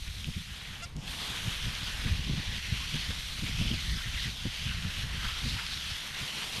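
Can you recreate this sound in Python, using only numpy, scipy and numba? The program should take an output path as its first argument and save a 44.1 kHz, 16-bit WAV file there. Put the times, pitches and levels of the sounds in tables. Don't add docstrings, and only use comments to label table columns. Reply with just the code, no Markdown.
import sys
import numpy as np
from scipy import signal
from scipy.fft import rfft, irfft
from scipy.io import wavfile
from scipy.ndimage import uniform_filter1d
from numba import njit

SR = 44100
rng = np.random.default_rng(int(sys.argv[2]) if len(sys.argv) > 2 else 0)


def file_out(sig):
    cols = np.atleast_2d(sig).T
    lim = np.clip(cols, -1, 1)
    pcm = np.round(lim * 32767).astype(np.int16)
    wavfile.write(sys.argv[1], SR, pcm)


N = 291056
TIME = np.arange(N) / SR
FREQ = np.maximum(np.arange(N // 2 + 1) * SR / N, 1)

# time in seconds, flow in dB.
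TRIGGER = [(0.0, -6.5), (.8, -7.5), (.88, -15.5), (.925, -18.5), (.96, -20), (1.0, -16), (1.04, -10.5),
           (1.067, -7), (1.076, -2), (1.12, 1)]
# time in seconds, impact in dB.
IMPACT = [(0.0, 0.5), (.25, 1.5), (.5, 1), (1.3, -.5), (1.87, -.5), (2.3, -1), (2.85, -0.2118),
          (2.96, 1.6533), (3.13, -0.5), (3.42, -0.5), (3.64, 2), (4.11, -2), (4.23, 1.3427), (4.35, -2.5),
          (4.62, 1), (4.8, -3.5), (5.01, 0.5), (5.1, -4), (5.25, 1), (5.42, .5), (5.5, 2.4), (5.64, 0),
          (5.92, 1), (6.12, -3), (6.21, 1), (6.6, 0.9056)]
# time in seconds, fine mist in dB,
# splatter in the pile in dB, slap on flat wet surfaces in dB.
SURFACE = [(0.0, -51, -49.5, -61.5), (.42, -52, -47.5, -63.5), (.72, -53, -42.5, -57), (1.1, -52, -44, -51),
           (1.25, -52, -43.5, -50.5), (1.5, -51, -43.5, -53), (1.65, -54, -43.5, -57),
           (2.0, -53.5, -41, -54), (2.25, -57, -46.5, -55.5), (2.45, -56.5, -45, -52.5),
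           (2.7, -55, -43, -60), (3.0, -54.5, -44.5, -57.5), (3.3, -53, -48.5, -59), (3.7, -56, -49, -57.5),
           (4.0, -53.5, -44.5, -60), (4.3, -55.5, -48.5, -58), (4.6, -56, -46.5, -57.5),
           (4.8, -54.5, -44, -57.5), (5.15, -55, -43, -55.5), (5.5, -54, -47, -58),
           (5.75, -55, -46.5, -59.5), (6.35, -52, -43, -51.5), (6.6, -51.5, -47, -51.5)]
# frequency in Hz, level in dB.
HISS_COLOUR = [(1180, -33), (2000, -5), (2410, -2.3083), (3200, 0.7694), (4300, -3), (5910, -9.5),
               (7500, -25), (9750, -54), (16500, -120)]
MIST_COLOUR = [(4800, -20), (6000, -2.5), (7000, -3), (8000, -4.5), (8850, 0), (9500, -3.5), (10400, -5),
               (11500, -2.5), (12500, -5.5), (13500, -13.5), (14600, -19)]
SPLATTER_COLOUR = [(700, -23.5), (1100, -6), (1500, 0.5), (1950, 1), (2400, -2), (3500, -5.5)]
SLAP_COLOUR = [(150, 6.5), (350, -4), (600, -3.5), (850, -1.5), (1100, -0.5), (1500, -12), (2500, -44.5)]
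# time in seconds, centre in Hz before wander.
HISS_CENTRE = [(0.0, 3686), (.25, 3491), (0.53, 3031), (1.3, 3313), (2.0, 3045), (2.74, 2996), (3.1, 3453),
               (3.75, 3152), (3.95, 3465), (4.08, 3036), (4.43, 3366), (4.59, 2902), (5.0, 3336),
               (5.25, 3004), (5.5, 3699), (5.62, 3300), (5.73, 3787), (5.9, 3034), (6.6, 3194)]
# time in seconds, centre in Hz, depth from 0 to 1.
NOTCH = [(2.41, 1350, 0.09), (2.45, 1346, 0.44), (2.68, 1255, 0.25), (2.8, 1353, 0.07), (3.83, 2304, 0.12),
         (3.89, 2424, 0.58), (3.95, 2725, 0.7), (4.0, 2753, 0.35), (4.05, 2464, 0.4), (4.1, 2351, 0.28),
         (4.14, 2300, 0.02), (4.29, 2020, 0), (4.34, 1952, 0.43), (4.41, 1902, 0.48), (4.47, 1900, 0.03)]
# middle in seconds, length in seconds,
# cavity note in Hz before sloshing, resonance width in Hz, level in dB.
HOLLOWS = [(.08, 0.03804, 2296, 500, -50), (0.244, 0.0326, 3361, 600, -49), (0.351, 0.04, 2327, 500, -49.5),
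           (0.661, 0.049, 2011, 500, -49.5), (1.263, 0.058, 850, 200, -54),
           (1.858, 0.05018, 4601, 903.6, -47), (2.415, 0.0313, 1901, 300, -44),
           (2.511, 0.1133, 1837, 320, -48), (2.66, 0.1044, 2046, 599.6, -45.5),
           (2.777, .07, 2217, 599.5, -47.5), (2.815, 0.04063, 1103, 150, -51),
           (2.94, 0.06967, 2398, 500, -44.5), (2.963, .04, 3598, 700, -43), (3.012, 0.065, 4310, 500, -44),
           (3.478, 0.08582, 2312, 600, -45), (3.7, 0.081, 3127, 450, -39.5),
           (3.787, 0.028, 2088, 350, -44.5), (3.908, 0.0705, 1990, 400, -46),
           (3.96, 0.0828, 4897, 1000, -49), (3.994, 0.07542, 1535, 400, -49),
           (3.988, 0.0907, 3345, 450.4, -44), (4.052, 0.045, 1874, 499, -44),
           (4.145, 0.03082, 2387, 900, -42.5), (4.19, 0.04506, 1994, 250, -40.5),
           (4.217, 0.06031, 3478, 1501, -38.5), (4.255, 0.03668, 1940, 350, -41),
           (4.569, .09, 2651, 400, -49), (4.7, 0.055, 2878, 600, -41), (4.711, 0.0645, 1512, 450, -45.5),
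           (5.205, 0.03011, 1574, 479, -44), (5.252, 0.04643, 1374, 600, -41),
           (5.305, 0.0412, 1396, 500, -45), (5.38, 0.06985, 1374, 300, -47.5),
           (5.506, 0.08186, 3889, 1401, -41.5), (5.593, 0.02906, 2000, 1000, -40.5),
           (5.598, 0.0694, 1308, 519.4, -44.5), (5.6, 0.08, 947.5, 180, -52),
           (5.735, 0.07053, 3971, 1501, -42.5), (5.926, 0.049, 4877, 800, -46),
           (5.94, 0.04994, 1598, 600.5, -48)]
# start in seconds, peak in dB, ring in Hz, resonance width in Hz.
TICKS = [(0.077, -31, 2935, 2000), (.1831, -33.5, 3600, 1500), (0.2435, -25.5, 2652, 1800),
         (.255, -32, 3297, 1000), (0.338, -35.5, 2315, 1400), (.6525, -32.5, 1995, 1000),
         (0.7565, -34.5, 3005, 1500), (.862, -47.5, 10500, 5000), (.874, -49, 10500, 5000),
         (.893, -50.5, 10500, 5000), (0.9651, -35.5, 5285, 5498), (1.079, -30.5, 3215, 3013),
         (1.751, -27, 3200, 2000), (1.8318, -26.5, 3605, 2500), (2.2399, -29.5, 3000, 2000),
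         (4.5423, -29.5, 3030, 1990), (4.823, -28.5, 3211, 2000), (5.665, -26, 3305, 1500),
         (6.148, -30, 3000, 2000)]
# time in seconds, pitch in Hz before jitter, squeak in dB,
# rush of water in dB, whistle in dB.
VALVE = [(.812, 676, -68.5, -66, -90), (.824, 685.8, -44, -59.5, -75), (.835, 684.6, -41.5, -49, -64),
         (.847, 691.8, -42.5, -45, -51), (.854, 705.4, -55, -51.5, -52), (.865, 710.5, -80, -72.5, -78)]
# frequency in Hz, level in dB.
SQUEAK_COLOUR = [(680, -6.5), (1370, -0.5), (2050, -6), (2730, -5.5), (3400, -7), (4150, -13), (4850, -11),
                 (5500, -12), (6200, -14.5), (6900, -11), (7600, -19.5), (9000, -17.5), (13000, -31.5)]
# frequency in Hz, level in dB.
FIZZ_COLOUR = [(1800, -8), (2700, 5.5), (4000, -2.5), (5500, 2.5), (8700, -10), (12000, -26)]
# time in seconds, level in dB.
FIZZ_LEVEL = [(.86, -89.5), (.9, -70.5), (.96, -67.5), (.99, -55.5), (1.06, -53), (1.13, -90.5)]
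# time in seconds, level in dB.
BREEZE = [(0.0, -38), (.4, -46.5), (.62, -50), (1.18, -51.5), (1.55, -42), (1.9, -44.5), (2.15, -38),
          (2.6, -42.5), (3.25, -42.5), (3.65, -41.5), (4.2, -39), (4.38, -46.5), (4.65, -41.5),
          (5.5, -43.5), (6.1, -51.5), (6.35, -55), (6.6, -49.5)]
# frequency in Hz, level in dB.
RUMBLE_COLOUR = [(10, -5.5), (22, -0.5), (55, 2.5), (85, -3.5), (120, -18.5), (200, -30.5), (400, -40)]
FLUTTER_COLOUR = [(50, -5.5), (110, 4), (160, 2.5), (205, -3.5), (260, -15), (330, -23), (500, -30),
                  (900, -47)]
# middle in seconds, length in seconds, level in dB, upper edge in Hz.
EDDIES = [(0.084, .05, -39.5, 90.2), (0.29, .025, -33, 190), (.371, 0.03, -33, 135.2),
          (0.529, .03, -43, 107.5), (0.736, .02, -43.5, 156.9), (0.859, .02, -43.5, 150),
          (.975, .028, -35, 186.9), (1.099, .025, -39, 149.8), (1.31, .05, -41.5, 199.4),
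          (1.476, .025, -30.5, 127.4), (1.667, .04, -34.5, 195.1), (1.83, .025, -38, 150),
          (2.065, 0.039, -29.5, 179.4), (2.128, 0.048, -29, 90.57), (2.201, .04, -33.5, 154.7),
          (2.302, .022, -28.5, 223.7), (2.338, .028, -32.5, 180.3), (2.391, 0.025, -32, 192.2),
          (2.5, .02, -35, 69.66), (2.551, .06, -40.5, 179.8), (2.73, 0.02, -26.5, 113),
          (2.789, .02, -37, 127.9), (2.951, .028, -32, 220), (3.104, 0.032, -32, 169.7),
          (3.39, .02, -37, 179.7), (3.442, 0.03, -34, 221.6), (3.489, .035, -37, 180.6),
          (3.562, .03, -34, 85.98), (3.618, .018, -28.5, 239.1), (3.652, .035, -34, 220.6),
          (3.674, .022, -31.5, 100.2), (3.716, .025, -29.5, 230.9), (3.74, .016, -30, 224.7),
          (3.853, .025, -40.5, 139.8), (3.919, 0.026, -28, 70.9), (4.078, .05, -39, 90.48),
          (4.274, 0.045, -34.5, 185.9), (4.46, .021, -29.5, 228.8), (4.669, .03, -29.5, 151.6),
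          (4.752, .025, -34, 110.1), (4.861, 0.04, -31.5, 151.9), (5.043, .025, -39, 180),
          (5.157, .04, -37, 94.8), (5.273, .03, -36.5, 74.88), (5.464, 0.028, -31.5, 180),
          (5.543, 0.06, -34, 150.4), (5.772, .022, -41.5, 169.4), (5.923, .03, -40.5, 129.5),
          (6.227, .022, -41.5, 208.5), (6.584, .03, -40.5, 175)]
# frequency in Hz, level in dB.
TEAR_COLOUR = [(300, -5.5), (480, 2), (700, -9), (1000, -24.5)]

HISS_DB = -40.5
HISS_WIDTH_HZ, HISS_LIFT = 1337.5, 0.447
MIST_PER_FLOW, SPLATTER_PER_FLOW, SLAP_PER_FLOW = 0.891, 0.7509, 0.287
MIST_PER_IMPACT, SPLATTER_PER_IMPACT, SLAP_PER_IMPACT = 0.688, 0.643, 0.227
RUMBLE_DB, FLUTTER_DB = 0, -11
CALM_FLUTTER_DB = -56.5
TEAR_DB, TEAR_EDGE_HZ = -21, 232.82
GUST_S, GUST_RUMBLE_DB, GUST_FLUTTER_DB = 0.040037, -12, -10.5
TOP_HZ = 14700


def spray(bubble_db=-13, clump_db=0.6237, wander=0.071):
    flow, impact = curves(TRIGGER)[0], curves(IMPACT)[0]
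    mist_db, splatter_db, slap_db = curves(SURFACE)
    mist_db = mist_db + MIST_PER_FLOW * flow + MIST_PER_IMPACT * impact
    splatter_db = splatter_db + SPLATTER_PER_FLOW * flow + SPLATTER_PER_IMPACT * impact + 0.5 * walk(14)
    slap_db = slap_db + SLAP_PER_FLOW * flow + SLAP_PER_IMPACT * impact + 0.88 * walk(14)
    clumps_db = clump_db * walk(45) + 0.5307 * walk(220)
    fine = glance(drops(rate=6000, spread_db=0.5, wash=0.689))
    coarse = glance(drops(rate=1400, spread_db=2, wash=0.7605))

    hiss = colour(fine, HISS_COLOUR)
    centre = curves(HISS_CENTRE)[0] * np.exp(wander * walk(25))
    hiss = unit(hiss + HISS_LIFT * sweep(hiss, centre, float(HISS_WIDTH_HZ)))
    hiss = hiss * undb(HISS_DB + flow + impact + clumps_db)

    mist = colour(drops(rate=6000, spread_db=6, wash=0.5887) + fine, MIST_COLOUR)
    mist = mist * undb(mist_db + 0.506 * clumps_db + 0.5836 * walk(120) + 1.0569)

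    splatter = colour(coarse, SPLATTER_COLOUR) + undb(bubble_db) * bubbles()
    splatter = splatter * undb(splatter_db + clumps_db + walk(60) - 1.5)

    slap = colour(drops(rate=900, spread_db=3, wash=0.8927), SLAP_COLOUR)
    slap = slap * undb(slap_db + clumps_db + 2.5)
    return pile(hiss + mist + splatter + slap)


def drops(rate, spread_db, wash):
    scatter_db = spread_db * np.clip(rng.standard_normal(N), -2, 2)
    size = rng.choice([-1, 1], N) * undb(scatter_db)
    impacts = unit(size * (rng.random(N) < rate / SR))
    return unit(impacts + wash * rng.standard_normal(N))


def glance(x, lag_s=0.00052763, wander=0.31967, share=0.19087):
    lag = lag_s * np.exp(wander * walk(4))
    return unit(x + share * np.interp(TIME - lag, TIME, x))


def bubbles(count=900, low_hz=1100, high_hz=4800, cycles=9, glide=0.1071, spread_db=4):
    out, t = np.zeros(N), TIME[:SR // 30]
    for when, pitch, size in rng.random((count, 3)):
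        hz = low_hz * (high_hz / low_hz) ** pitch
        age = t * hz / cycles
        tone = np.sin(2 * np.pi * hz * t * (1 + glide * age / 2))
        add(out, when * N / SR, undb(2 * spread_db * size) * np.exp(-age) * tone)
    return unit(out)


def pile(water, width_hz=650):
    hz, depth = curves(NOTCH)
    return water - np.clip(depth, 0, 1) * sweep(water, hz, float(width_hz))


def hollows(rate=900, wobble=0.04455, gulp_db=2):
    out, patter = np.zeros(N), drops(rate, spread_db=8, wash=0.487)
    slosh, gulps = np.exp(wobble * walk(70)), undb(gulp_db * walk(90))
    for middle, length, hz, width, db in HOLLOWS:
        part = rng.integers(N - SR) + np.arange(SR // 2)
        centre = hz * slosh[part]
        cavity = sweep(patter[part], centre, float(width))
        cavity = sweep(cavity, centre, float(width))
        add(out, middle - length, undb(db) * swell(cavity * gulps[part], length))
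    return out


def ticks(decay_s=0.00145):
    out, t = np.zeros(N), TIME[:SR // 20]
    for start, db, hz, width in TICKS:
        crackle = rng.choice([-1, 1], len(t)) * np.exp(-t / decay_s)
        burst = ring(ring(crackle, hz, width), hz, width)
        add(out, start, undb(db) * burst / np.abs(burst).max())
    return out


def valve(jitter=0.003004, uneven_db=1.5, whistle_hz=4890, whistle_jitter=0.00612, count=18):
    hz, db, rush_db, whistle_db = curves(VALVE)
    phase = 2 * np.pi * np.cumsum(hz * (1 + jitter * walk(900))) / SR
    buzz = np.zeros(N)
    for k in range(1, count + 1):
        harmonic = np.cos(k * phase + rng.uniform(0, 2 * np.pi))
        buzz += harmonic * undb(uneven_db * (k > 2) * walk(150.53))
    chopped = rng.standard_normal(N) * (1 + 0.601 * np.cos(phase))
    rush = colour(chopped, [(2000, -14), (5500, 5), (8000, -3.5), (12000, -20)])
    whistle_phase = 2 * np.pi * np.cumsum(whistle_hz * (1 + whistle_jitter * walk(900))) / SR
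    whistle = unit(np.sin(whistle_phase))
    sounding = (TIME > VALVE[0][0]) & (TIME < VALVE[-1][0])
    squeak = colour(buzz, SQUEAK_COLOUR) * undb(db)
    return sounding * (squeak + rush * undb(rush_db) + whistle * undb(whistle_db))


def nozzle():
    return colour(rng.standard_normal(N), FIZZ_COLOUR) * undb(curves(FIZZ_LEVEL)[0])


def wind(flicker_db=3.5, waver_db=1.4544):
    breeze = undb(curves(BREEZE)[0])
    gust_power = np.zeros(N)
    for middle, _, db, _ in EDDIES:
        gust_power += undb(db) ** 2 * np.exp(-np.minimum(((TIME - middle) / GUST_S) ** 2, 20))
    gusts = np.sqrt(gust_power)
    rumble_level = np.hypot(breeze * undb(RUMBLE_DB), gusts * undb(GUST_RUMBLE_DB))
    flutter_level = np.hypot(breeze * undb(FLUTTER_DB), gusts * undb(GUST_FLUTTER_DB))
    flutter_level = np.hypot(flutter_level, undb(CALM_FLUTTER_DB))
    bunches = undb(flicker_db * walk(45))
    rumble = steady(colour(rng.standard_normal(N), RUMBLE_COLOUR), 0.06598)
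    rumble = rumble * np.sqrt(bunches) * undb(waver_db * walk(12)) * rumble_level
    flutter = steady(colour(rng.standard_normal(N), FLUTTER_COLOUR), 0.036375)
    return rumble + flutter * bunches * flutter_level + eddies()


def eddies():
    out, tearing = np.zeros(N), colour(rng.standard_normal(N), TEAR_COLOUR)
    for middle, length, db, edge_hz in EDDIES:
        band = signal.butter(2, [38, edge_hz], "band", fs=SR, output="sos")
        lowpass = signal.butter(2, 1.1794 * edge_hz, fs=SR, output="sos")
        pressure = signal.sosfilt(band, rng.standard_normal(SR // 2))
        pressure = steady(signal.sosfilt(lowpass, pressure), 0.019048)
        tear = np.roll(tearing, rng.integers(N))[:SR // 2] * np.abs(pressure)
        tear = tear * undb(TEAR_DB) * (edge_hz / TEAR_EDGE_HZ) ** 2
        add(out, middle - length, undb(db) * swell(pressure + tear, length))
    return out


def undb(db):
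    return 10 ** (np.asarray(db) / 20)


def unit(x):
    return x / np.sqrt(np.mean(x ** 2))


def curves(table):
    s, *columns = np.transpose(table)
    return [np.interp(TIME, s, c) for c in columns]


def colour(x, points):
    hz, db = np.transpose(points)
    octaves_outside = np.abs(np.log2(FREQ / np.clip(FREQ, hz[0], hz[-1])))
    gain_db = np.interp(np.log(FREQ), np.log(hz), db) - 24 * octaves_outside
    return unit(irfft(rfft(x) * undb(gain_db), N))


def ring(x, hz, width):
    return signal.lfilter(*signal.iirpeak(min(hz, SR / 3), hz / width, fs=SR), x)


@njit
def sweep(x, hz, width):
    y, band, low = np.empty(len(x)), 0., 0.
    for i in range(len(x)):
        g, k = np.tan(np.pi * hz[i] / SR), width / hz[i]
        v = (band + g * (x[i] - low)) / (1 + g * (g + k))
        band, low, y[i] = 2 * v - band, low + 2 * g * v, k * v
    return y


def walk(rate):
    k = max(int(SR / rate), 2)
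    held = np.repeat(rng.standard_normal(N // k + 1), k)
    return unit(uniform_filter1d(uniform_filter1d(held, k), k)[:N])


def steady(x, seconds):
    return x / np.sqrt(uniform_filter1d(x ** 2, max(int(seconds * SR), 2)) + 1e-9)


def swell(x, length):
    size = int(2 * length * SR)
    window = np.hanning(size)
    burst = x[-size:] * window
    return burst * np.sqrt(np.sum(window ** 2) / np.sum(burst ** 2))


def add(out, s, sound):
    start = max(int(s * SR), 0)
    out[start:start + len(sound)] += sound[:N - start]


def scene():
    sound = spray() + hollows() + ticks() + valve() + nozzle() + wind()
    return np.array([sound, sound])


def record(dry, rolloff_hz=12900):
    rolloff = signal.butter(6, min(rolloff_hz, TOP_HZ), fs=SR, output="sos")
    cut = signal.ellip(8, .2, 70, TOP_HZ, fs=SR, output="sos")
    return signal.sosfilt(cut, signal.sosfilt(rolloff, dry))


dry = scene()
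out = record(dry)
file_out(out)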